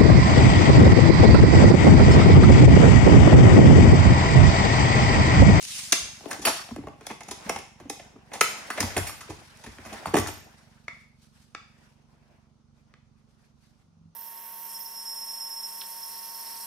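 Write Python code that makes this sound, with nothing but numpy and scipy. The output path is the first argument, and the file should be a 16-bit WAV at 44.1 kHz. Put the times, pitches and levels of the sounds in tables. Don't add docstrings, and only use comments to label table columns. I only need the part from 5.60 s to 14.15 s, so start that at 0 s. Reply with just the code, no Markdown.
import sys
import numpy as np
from scipy import signal
from scipy.fft import rfft, irfft, next_fast_len
from scipy.io import wavfile
from scipy.ndimage import uniform_filter1d

SR = 44100
rng = np.random.default_rng(int(sys.argv[2]) if len(sys.argv) > 2 else 0)


def unload_wav(signal):
    wavfile.write(
        sys.argv[1],
        SR,
        np.round(np.clip(np.atleast_2d(signal).T, -1, 1) * 32767).astype(np.int16),
    )


N = 377055

# frequency in Hz, density in dB per Hz, relative.
AIR_COLOUR = [(40, -4), (130, -3), (250, -11), (330, -14), (500, -19), (1380, -21.5), (1660, -34),
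              (6400, -30), (7200, -40), (10600, -42.5), (12000, -61), (15500, -68.5)]
AIR_DB = -65.5
# frequency in Hz, relative level in dB.
EXHAUST_FIRST = [(23, -31.5), (47, -2), (70, 0), (93, 0), (117, -1), (140, 4), (163, -1.5), (187, -13.5),
                 (210, 1.5), (233, 2.5), (257, -14.5), (300, -29), (450, -24), (900, -46.5), (3000, -94.5)]
# frequency in Hz, relative level in dB.
EXHAUST_SECOND = [(23, -25.5), (47, -21), (70, -17), (93, 6), (117, -8.5), (140, -13), (163, 13),
                  (187, -7.5), (210, 4.5), (233, -14.5), (257, -4.5), (300, -36.5), (500, -28.5),
                  (900, -52), (3000, -95)]
# time in seconds, level in dB, share of the second place (0 to 1),
# left over right in dB.
CHUG_COURSE = [(0, -56, 0.29, -2), (4.997, -59, 0.22, -7), (6.3, -63, 0.038, -7.5), (7.6, -64, 0, -8.5),
               (8.2, -65, 0.075, -10.5), (8.27, -62.5, 0.66, -3.5), (8.55, -50, 0.89, -2.5)]
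FIRING_HZ = 23.35

# frequency in Hz, t60 in seconds.
SHED_T60 = [(100, 0.44), (400, 0.4), (1000, 0.38), (2800, 0.54), (7000, 0.56), (14000, 0.29)]
# frequency in Hz, relative level in dB.
SHED_BALANCE = [(60, -4.5), (250, -16), (1000, -8.5), (4000, -6.5), (14000, -12)]
# frequency in Hz, likeness (0 to 1).
LIKENESS = [(60, 0.7), (180, 0.18), (550, 0.53), (1650, 0.079), (4970, 0.051), (15000, 0.32)]
# frequency in Hz, lead of the left in radians.
PORT_PHASE = [(0, -0.5), (2410, 0.5), (3360, 1.5), (4480, 1.5), (6120, 8.5), (6550, -3), (9220, 15),
              (9910, 11), (11800, 30), (12700, 7), (13500, 5.5), (14500, 4.5), (15200, 3.5), (15700, 0)]
EDGE_HZ = 16100

# peak in seconds, level in dB, brightness in dB, rise in seconds, fall in seconds.
SWELLS = [(.38, -48.5, 5.5, 0.24, 0.69), (.74, -44, -9, 0.13, 0.092), (0.872, -25, 1.5, 0.029, .08),
          (.95, -37, 2.5, 0.098, 0.2), (1.231, -63, -8.5, 0.22, 0.55), (1.5, -47, -1.5, 0.12, 0.12),
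          (1.68, -55.5, -2, 0.15, 0.52), (1.9, -43, -4, 0.18, 0.22), (2.36, -61, -6, 0.78, 1),
          (2.74, -52.5, -10.5, 0.052, .1), (2.92, -44.5, -1.5, 0.24, 1), (3.18, -40.5, -3.5, 0.072, 0.43),
          (3.38, -39, -2.5, 0.07, 0.15), (3.5, -47.5, 3.5, 0.32, .2), (3.69, -54, 2, 0.19, 0.99),
          (4.08, -57, 4, 0.35, 0.44), (4.35, -46.5, -3.5, 0.36, 0.8), (4.6, -64.5, 7, 0.38, 0.9),
          (4.99, -71.5, 10.5, 0.11, 0.13), (5.12, -69.5, 0.5, 0.11, 0.25), (5.42, -69, 2.5, 0.54, .2),
          (5.632, -67, 8, 0.083, 0.14), (5.764, -66, 6, 0.076, 0.32), (6.24, -65, -1, 0.44, 0.36),
          (6.52, -73.5, -3, .15, 0.31), (6.75, -69, -5, 0.67, 0.27), (7.18, -73.5, 0, 0.059, .15),
          (7.3, -74, -6, .1, 0.21), (7.6, -75.5, -0.5, .12, 0.12), (7.71, -76, 6, .06, 0.11),
          (7.84, -72, 2, 0.24, 0.16), (8.04, -72.5, 6.5, 0.11, 0.26), (8.22, -73.5, 0, 0.22, 0.066)]
# frequency in Hz, density in dB per Hz, relative.
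HISS_COLOUR = [(1760, -37.5), (3000, -8.5), (4300, -3.5), (5590, -3), (6940, -9), (10300, -10),
               (12100, -13), (12900, -12), (14300, -19.5), (15600, -33.5), (16000, -73.5)]
# frequency in Hz, density in dB per Hz, relative.
SCRAPE_COLOUR = [(600, -27), (900, -3.5), (1500, 1), (2500, -2), (3800, -11.5), (5000, -34)]
# frequency in Hz, density in dB per Hz, relative.
RUMBLE_COLOUR = [(120, -29), (260, -4), (400, -9.5), (700, -3.5), (1000, -5.5), (1400, -40.5)]
HISS_DB, RUMBLE_DB = -2.5, -3
FADE_DB = 23
RESTING_DB = -92

# start in seconds, click in dB, note in Hz, note over click in dB,
# contact in ms.
SWITCHES = [(5.281, -30, 2160, 6, 3.06), (5.949, -27.5, 1300, -2.5, 2.6), (7.339, -45, 1600, -11, 2)]
# frequency in Hz, density in dB per Hz, relative.
HOUSING_COLOUR = [(180, -47), (300, -4.5), (559, -10.5), (814, -6), (959, -21), (1210, 0), (2140, -6.5),
                  (3330, -15), (6840, -19.5), (15000, -53)]
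TOOL_NOTE_S = .013

# time in seconds, level in dB.
TAPE_COURSE = [(0.0, -42.5), (0.036, -38.5), (0.19, -32), (0.21, -36.5), (0.312, -40), (0.315, -36)]
# frequency in Hz, density in dB per Hz, relative.
TAPE_RASP = [(240, -54), (400, -23), (1110, -15.5), (1310, -18.5), (2150, -7.5), (5590, -4), (10400, -7.5),
             (12100, -18.5), (13500, -14), (15200, -25), (16000, -53)]

# start in seconds, peak level in dB, pitch in Hz, deep board over pitch in dB.
THUMPS = [(0.318, -32, 253, -31), (0.415, -53, 175, 10), (0.721, -35.5, 267, -19), (.789, -35, 210, -11),
          (0.867, -38, 272, -11), (1.112, -29, 249, -8), (1.183, -27, 261, -15.5), (1.24, -39.5, 302, -2),
          (1.271, -37, 227, -21), (1.509, -35, 228, -24), (1.678, -40.5, 226, -6), (1.859, -34.5, 185, -12),
          (1.949, -37, 237, -6), (2.209, -40, 227, -6.5), (2.253, -36.5, 281, -15),
          (2.555, -40.5, 270, -17), (2.806, -44, 238, -20), (3.197, -33.5, 182, -2),
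          (3.228, -25, 240, -2.5), (3.361, -25, 237, -3.5), (3.407, -39, 124, 7), (3.69, -33, 337, -4.5),
          (4.067, -40.5, 208, -0.5), (4.188, -44.5, 249, -0.5), (4.259, -40, 224, -5),
          (4.321, -36, 217, -9), (4.464, -29.5, 195, -4.5), (4.536, -11.5, 340, -18.5),
          (4.579, -19.5, 218, -5.5), (4.658, -40, 310, 4)]
# frequency in Hz, relative level in dB, t60 in seconds.
BOARD_MODES = [(70, -6, 0.17), (91.7, 1, 0.2)]
PUSH_MS = 9

# start in seconds, level in dB, tilt toward the highs in dB per octave.
RATTLES = [(0.684, -50, -2), (0.706, -42.5, -3), (.851, -24.5, -4), (1.462, -59, -3.5), (1.89, -45, -9),
           (2.296, -49.5, -1.5), (2.731, -49, -2), (2.809, -34, 3.5), (3.103, -43.5, -1), (3.2, -37.5, 2),
           (3.366, -34, -1), (3.468, -37, 0), (4.261, -59.5, 5.5), (4.332, -56, -6), (4.456, -46, -4),
           (4.538, -39, -9.5), (4.565, -37, 4.5), (4.67, -42.5, 2)]
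# frequency in Hz, level in dB, t60 in seconds.
STEEL_MODES = [(4510, -1.5, 0.21), (5557, -1, 0.56), (7210, -0.5, 0.25), (6700, -6.5, .35),
               (8310, -5, 0.18), (8560, 2, .2), (9270, -2.5, .25), (9300, -4, 0.16), (11040, 6, .22),
               (11520, -8, 0.33), (12340, -8, .2), (13330, -0.5, 0.45), (13650, -3.5, .15),
               (14900, -9, .12)]
RATTLE_MS = 7.7

# start in seconds, snap in dB, note in Hz, shell in dB and tick in dB
# (both relative to the snap), contact in ms, left over right in dB.
KNOCKS = [(0.027, -35, 3670, -21, 5, 1.4, 9), (.051, -41, 2390, -21, 10, 1, 2),
          (.323, -11.5, 3880, -44, 4, 5.9, 1), (.328, -9, 2610, -27, -22, 3.2, 7),
          (.607, -41.5, 840, -1, -13.5, 2.2, 2), (0.637, -52, 654, 11, -52, 4.2, -2),
          (0.657, -29, 654, 4, -40, 0.7, 10.5), (0.682, -46, 2350, 0, -8, 3.1, -9),
          (0.71, -20.5, 1600, -18, -7.5, 7.6, 0), (.73, -31.5, 930, -1.5, -1, 3.6, 7),
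          (.794, -35, 816, -10, -7, 3.4, .5), (0.816, -38.5, 837, -0.5, 3.5, 22, 1),
          (0.851, -12, 2800, -28, -35, 5.1, -5), (.869, -10.5, 774, -18, -17, 7.5, -1),
          (.883, -15, 915, -19, -9, 2.8, 3), (1.087, -34, 690, -18, -33, 5, 3),
          (1.108, -36, 1040, -2, -29, 5.7, 4.5), (1.161, -30, 594, 2.5, -13, 3.4, -.5),
          (1.187, -48, 643, 6, -22, 2.2, 9), (1.236, -52.5, 807, 15.5, -23, 3.3, .5),
          (1.269, -38.5, 586, 10, -15, 7.3, 0), (1.284, -36.5, 891, -6, -16, 2.4, 0),
          (1.333, -49.5, 611, 8.5, -26, 2.7, 4), (1.409, -37.5, 760, -2.5, -13.5, 5.1, -.5),
          (1.467, -26.5, 765, -17, -3, 4.1, 0), (1.5, -26, 860, -2.5, -34, 8.7, -1),
          (1.511, -28.5, 880, -1.5, -15, 6.3, 0), (1.606, -28, 805, -20, -13, 7.2, -1.5),
          (1.633, -44, 770, -12, 2.5, 4.8, 1.5), (1.684, -32, 800, -15, -5, 8.2, -1),
          (1.71, -26.5, 940, -5, -1, 7.6, -.5), (1.864, -33, 645, -22, -19, 5.8, -1),
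          (1.894, -11, 727, -44, -11.5, 4.7, -1.5), (1.959, -21.5, 830, -15, -14, 6.9, -.5),
          (1.988, -33, 2640, -5, -3, 3.7, 0), (2.199, -39, 795, -4.5, -12.5, 10, -0.5),
          (2.256, -62, 694, 13, -2, 4.9, 2), (2.298, -22, 810, -6.5, -3.5, 4.8, 0),
          (2.395, -30.5, 634, -21.5, -36, 7, 0), (2.448, -48, 1495, -3.5, -11.5, 3, -1.5),
          (2.56, -58.5, 780, 17, -32.5, 4.3, 0), (2.716, -31, 804, -16, -28, 10, -1),
          (2.735, -25.5, 800, -16.5, -7, 7.5, -0.5), (2.746, -28.5, 807, -19, -11, 20, 0),
          (2.81, -2, 1302, -24, -9.5, 3.8, .5), (2.813, -10, 2550, -30, -20, 4, 0),
          (3.102, -16.5, 1400, -30, -16.5, 4.9, -.5), (3.175, -17, 666, -17, -21, 9.8, -1),
          (3.204, -16.5, 1950, -6.5, -0.5, 5.3, -.5), (3.227, -18, 1020, -25, -10, 4.9, 3),
          (3.365, -11, 684, -12, -29, 6.3, -1), (3.377, -24, 640, 1.5, -3.5, 6.9, 1.5),
          (3.467, -28, 2260, -27, -9, 13, -3), (3.493, -26.5, 1070, -27, -16, 6.7, 0),
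          (3.606, -33, 1320, -33, -7, 14, 0), (3.697, -32.5, 750, -0.5, -10, 15, -2.5),
          (3.973, -59, 1890, -22, 9, 1.5, -3), (4.038, -33.5, 910, -16, -9.5, 10, -2),
          (4.062, -33.5, 1740, -4.5, -11, 7, 1.5), (4.184, -35, 1610, -6.5, -17, 3.5, -1),
          (4.249, -36, 1190, -15, -9, 9.8, 0), (4.258, -36, 660, -10, -9, 11, -2),
          (4.321, -36, 840, -10, -25, 5.7, -1), (4.327, -28.5, 696, -14, -11.5, 11.5, -2),
          (4.456, -23.5, 890, 1.5, -19, 4, -1), (4.468, -28, 990, -12, -12, 13, 1),
          (4.541, -12, 800, -9, -21.5, 3.9, -11), (4.553, -16, 745, 2.5, -14, 6.1, 4),
          (4.566, -14.5, 1820, 2, -12, 6, -4), (4.575, -20, 930, -20, -9, 11, 9),
          (4.585, -22, 724, -8, -5.5, 4.2, -10), (4.599, -28, 720, -10, -3, 3.6, -3.5),
          (4.661, -27, 1510, -21, -27, 3.1, 8), (4.67, -27, 1430, -20, -4.5, 11, 0),
          (4.684, -24.5, 820, -8, -11.5, 7.4, 0)]
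# frequency in Hz, relative level in dB, t60 in seconds.
SHELL_MODES = [(302.3, 0.5, 0.099), (378, -2, 0.068), (430, 0, 0.057), (595, -2.5, 0.011), (640, -2.5, .03),
               (757, -8.5, 0.051), (825, -3, 0.023), (1080, -0.5, 0.022)]
# frequency in Hz, relative level in dB, t60 in seconds.
LID_MODES = [(1350, 0.5, 0.0099), (1806, 3, 0.014), (2104, 10, 0.0098), (2500, 9.5, 0.0085),
             (3080, 3, 0.0048), (3480, -15, 0.011)]
# frequency in Hz, density in dB per Hz, relative.
TICK_COLOUR = [(2060, -29), (3500, -4), (4100, -7), (5400, -1.5), (6400, 0.5), (8300, -11), (10700, -2.5),
               (12100, -19), (13700, -13.5), (15000, -19), (16000, -36.5)]
NOTE_DB, LID_DB = -7.5, -10.5
NOTE_CYCLES, NOTE_EXTRA_MS = 8, 3


def gain_of(db):
    return 10 ** (np.asarray(db) / 20)


def evened(x):
    return x / np.sqrt(np.mean(x ** 2) + 1e-20)


def unit(taps):
    return taps / np.linalg.norm(taps, axis=-1, keepdims=True)


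def read(points, hz):
    f, value = np.transpose(points)
    return np.interp(np.log(hz + 1), np.log(f + 1), value)


def add(mix, s, sound):
    part = mix[..., round(s * SR):][..., :sound.shape[-1]]
    part += sound[..., :part.shape[-1]]


def causal(points, size=8192):
    hz = abs(np.fft.fftfreq(size, 1 / SR))
    log_gain = np.log(gain_of(np.maximum(read(points, hz), -100)))
    spectrum = np.exp(np.conj(signal.hilbert(log_gain)))
    return unit(np.fft.ifft(spectrum).real[:size // 2])


def ringing(modes, size=22050):
    t = np.arange(size) / SR
    return unit(sum(gain_of(db - 60 * t / t60) * np.sin(2 * np.pi * hz * t) for hz, db, t60 in modes))


def chatter(length_ms, shake, rise):
    t_ms = np.arange(shake.shape[-1]) * 1000 / SR
    return shake * (1 - np.exp(-t_ms / (rise * length_ms))) * np.exp(-t_ms / length_ms)


def struck(force, body):
    return np.linalg.norm(force) * unit(signal.fftconvolve(force, body))


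def without_bass(x, hz):
    return signal.sosfilt(signal.butter(3, hz, "high", fs=SR, output="sos"), x)


def low_notes_late(x, turns):
    size = next_fast_len(N + SR)
    hz = np.fft.rfftfreq(size, 1 / SR)
    delay = np.exp(-2j * np.pi * turns * np.log(hz + 40))
    return irfft(rfft(x, size) * delay, size)[:, :N]


def wander(frames, per_s):
    return evened(uniform_filter1d(rng.standard_normal(frames), max(int(SR / 128 / per_s), 1)))


def shared(left, other, hz):
    same = read(LIKENESS, hz)[:, None]
    return same * left + np.sqrt(1 - same ** 2) * other


def noise(points, level_db, patchy_db, flicker_db):
    frames, hz = N // 128 + 5, np.fft.rfftfreq(512, 1 / SR)
    a, b, c, d, patches = rng.standard_normal((frames, 257, 5)).T
    patches = evened(uniform_filter1d(uniform_filter1d(patches, 6, 0), 16, 1))
    left = a + 1j * b
    z = np.array([left, shared(left, c + 1j * d, hz)])
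    z *= gain_of(read(points, hz)[:, None] + patchy_db * patches + flicker_db * wander(frames, per_s=60))
    sound = signal.istft(z, nperseg=512, noverlap=384)[1][:, :N]
    return gain_of(level_db) * evened(sound)


def air():
    return noise(AIR_COLOUR, AIR_DB, patchy_db=1.1, flicker_db=.6)


def shed(x):
    taps = np.zeros((2, SR // 2))
    at = np.arange(260, SR // 2 - 20, 20)
    at = at + rng.integers(0, 20, (2, len(at)))
    np.put_along_axis(taps, at, rng.choice([-1., 1.], at.shape), 1)
    hz, t, z = signal.stft(taps, SR, nperseg=256)
    z[1] = shared(z[0], z[1], hz)
    dying = gain_of(-60 * t / read(SHED_T60, hz)[:, None])
    z = z * dying * (1 - np.exp(-t / 0.005))
    z *= (gain_of(read(SHED_BALANCE, hz)) / np.linalg.norm(z[0], axis=1))[:, None]
    tail = signal.istft(z, SR, nperseg=256)[1]
    return signal.fftconvolve(x.mean(0)[None], gain_of(-6) * unit(tail), axes=1)[:, :N]


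def at_ports(x):
    size = next_fast_len(N)
    half = np.exp(.5j * read(PORT_PHASE, np.fft.rfftfreq(size, 1 / SR)))
    return irfft(rfft(x, size) * np.array([half, 1 / half]), size)[:, :N]


def generator():
    s, *columns = np.transpose(CHUG_COURSE)
    db, moved, pan_db = (np.interp(np.arange(N) / SR, s, c) for c in columns)
    firings = np.arange(int(FIRING_HZ * N / SR) - 1)
    late, strength = rng.standard_normal((len(firings), 2)).T
    at_s = (firings + .4) / FIRING_HZ + .0002 * late
    pulses = np.zeros(N)
    pulses[np.clip(at_s * SR, 0, N - 1).astype(int)] = gain_of(1.2 * strength)
    first, second = (evened(signal.oaconvolve(pulses, causal(c, size=16384))[:N])
                     for c in (EXHAUST_FIRST, EXHAUST_SECOND))
    chug = (1 - moved) * first + moved * second
    later = np.roll(chug, round(0.00049 * SR))
    return gain_of([db + pan_db / 2, db - pan_db / 2]) * np.array([chug, later])


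def soft_swells():
    t = np.arange(0, N / SR, .002)
    powers = np.full((3, len(t)), gain_of(RESTING_DB) ** 2)
    for s, db, bright_db, rise_s, fall_s in SWELLS:
        swell_db = db - FADE_DB * np.maximum((s - t) / rise_s, (t - s) / fall_s)
        range_db = np.c_[[HISS_DB + bright_db, 0, RUMBLE_DB - bright_db]]
        powers += gain_of(swell_db + range_db) ** 2
    hiss, scrape, rumble = (np.interp(np.arange(N) / SR, t, np.sqrt(p)) for p in powers)
    out = hiss * noise(HISS_COLOUR, 0, patchy_db=1.5, flicker_db=1.6)
    out += scrape * noise(SCRAPE_COLOUR, 0, patchy_db=2.1, flicker_db=1.4)
    return out + rumble * noise(RUMBLE_COLOUR, 0, patchy_db=2.2, flicker_db=2.2)


def switches():
    out, colour = np.zeros(N), causal(HOUSING_COLOUR)
    shakes = rng.standard_normal((len(SWITCHES), 2, 2205))
    for (s, db, hz, note_db, contact_ms), shake in zip(SWITCHES, shakes):
        bodies = [colour, ringing([(hz, 0, TOOL_NOTE_S)], size=4096)]
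        click, note = map(struck, chatter(contact_ms, shake, rise=.1), bodies)
        add(out, s, gain_of(db) * (click + gain_of(note_db) * note))
    return out


def tape():
    s, db = np.transpose(TAPE_COURSE)
    level_db = np.interp(np.arange(N) / SR, s, db, right=-120)
    return noise(TAPE_RASP, level_db, patchy_db=1.8, flicker_db=1.5)


def thumps():
    out = np.zeros(N)
    shakes = rng.standard_normal((len(THUMPS), 8820))
    for (s, db, hz, deep_db), shake in zip(THUMPS, shakes):
        push = chatter(PUSH_MS, shake, rise=0.19)
        for part_db, modes in ((db, [(hz, 0, .04)]), (db + deep_db, BOARD_MODES)):
            thump = signal.fftconvolve(push, ringing(modes, size=8820))
            thump = without_bass(thump, 0.4 * modes[0][0])
            add(out, s, gain_of(part_db) * thump / abs(thump).max())
    return out


def latches():
    out = np.zeros(N)
    apart, uneven_db = .0025, 3
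    chance = rng.standard_normal((len(RATTLES), len(STEEL_MODES), 4))
    shakes = rng.standard_normal((len(RATTLES), 4410))
    for (s, db, tilt_db), shake, draws in zip(RATTLES, shakes, chance):
        force = chatter(RATTLE_MS, shake, rise=0.086)
        for (hz, mode_db, t60), (strength, *off) in zip(STEEL_MODES, draws):
            parts = ringing([(hz * (1 + apart * d), 0, t60) for d in off], size=12000)
            tone_db = db + mode_db + uneven_db * strength + tilt_db * np.log2(hz / 8000)
            add(out, s, gain_of(tone_db) * struck(force, parts))
    return out


def knocks():
    out = np.zeros((2, N))
    bodies = [ringing(LID_MODES, size=4096), ringing(SHELL_MODES, size=4096), causal(TICK_COLOUR)]
    shakes = rng.standard_normal((len(KNOCKS), 4, 4410))
    shakes[..., 18] += 12
    for (s, db, hz, shell_db, tick_db, contact_ms, pan_db), shake in zip(KNOCKS, shakes):
        note = ringing([(hz, 0, NOTE_CYCLES / hz + NOTE_EXTRA_MS / 1000)], size=4096)
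        parts = map(struck, chatter(contact_ms, shake, rise=0.14), bodies + [note])
        knock = gain_of([LID_DB, shell_db, tick_db, NOTE_DB]) @ np.array(list(parts))
        add(out, s, gain_of(db + np.array([[pan_db / 2], [-pan_db / 2]])) * knock)
    return out


def scene():
    hits = low_notes_late(without_bass(knocks(), hz=262), turns=1.6)
    hits = hits + switches() + thumps() + latches()
    return air() + generator() + soft_swells() + tape() + shed(hits) + at_ports(hits)


def record(dry):
    heard = signal.sosfilt(signal.butter(4, 38, "high", fs=SR, output="sos"), dry)
    heard = np.clip(signal.lfilter(*signal.iirnotch(12200, 7.0, SR), heard), -1, 1)
    band = signal.firwin(511, EDGE_HZ, window=("kaiser", 9), fs=SR)
    return signal.oaconvolve(heard, band[None], "same")


dry = scene()
out = record(dry)
unload_wav(out)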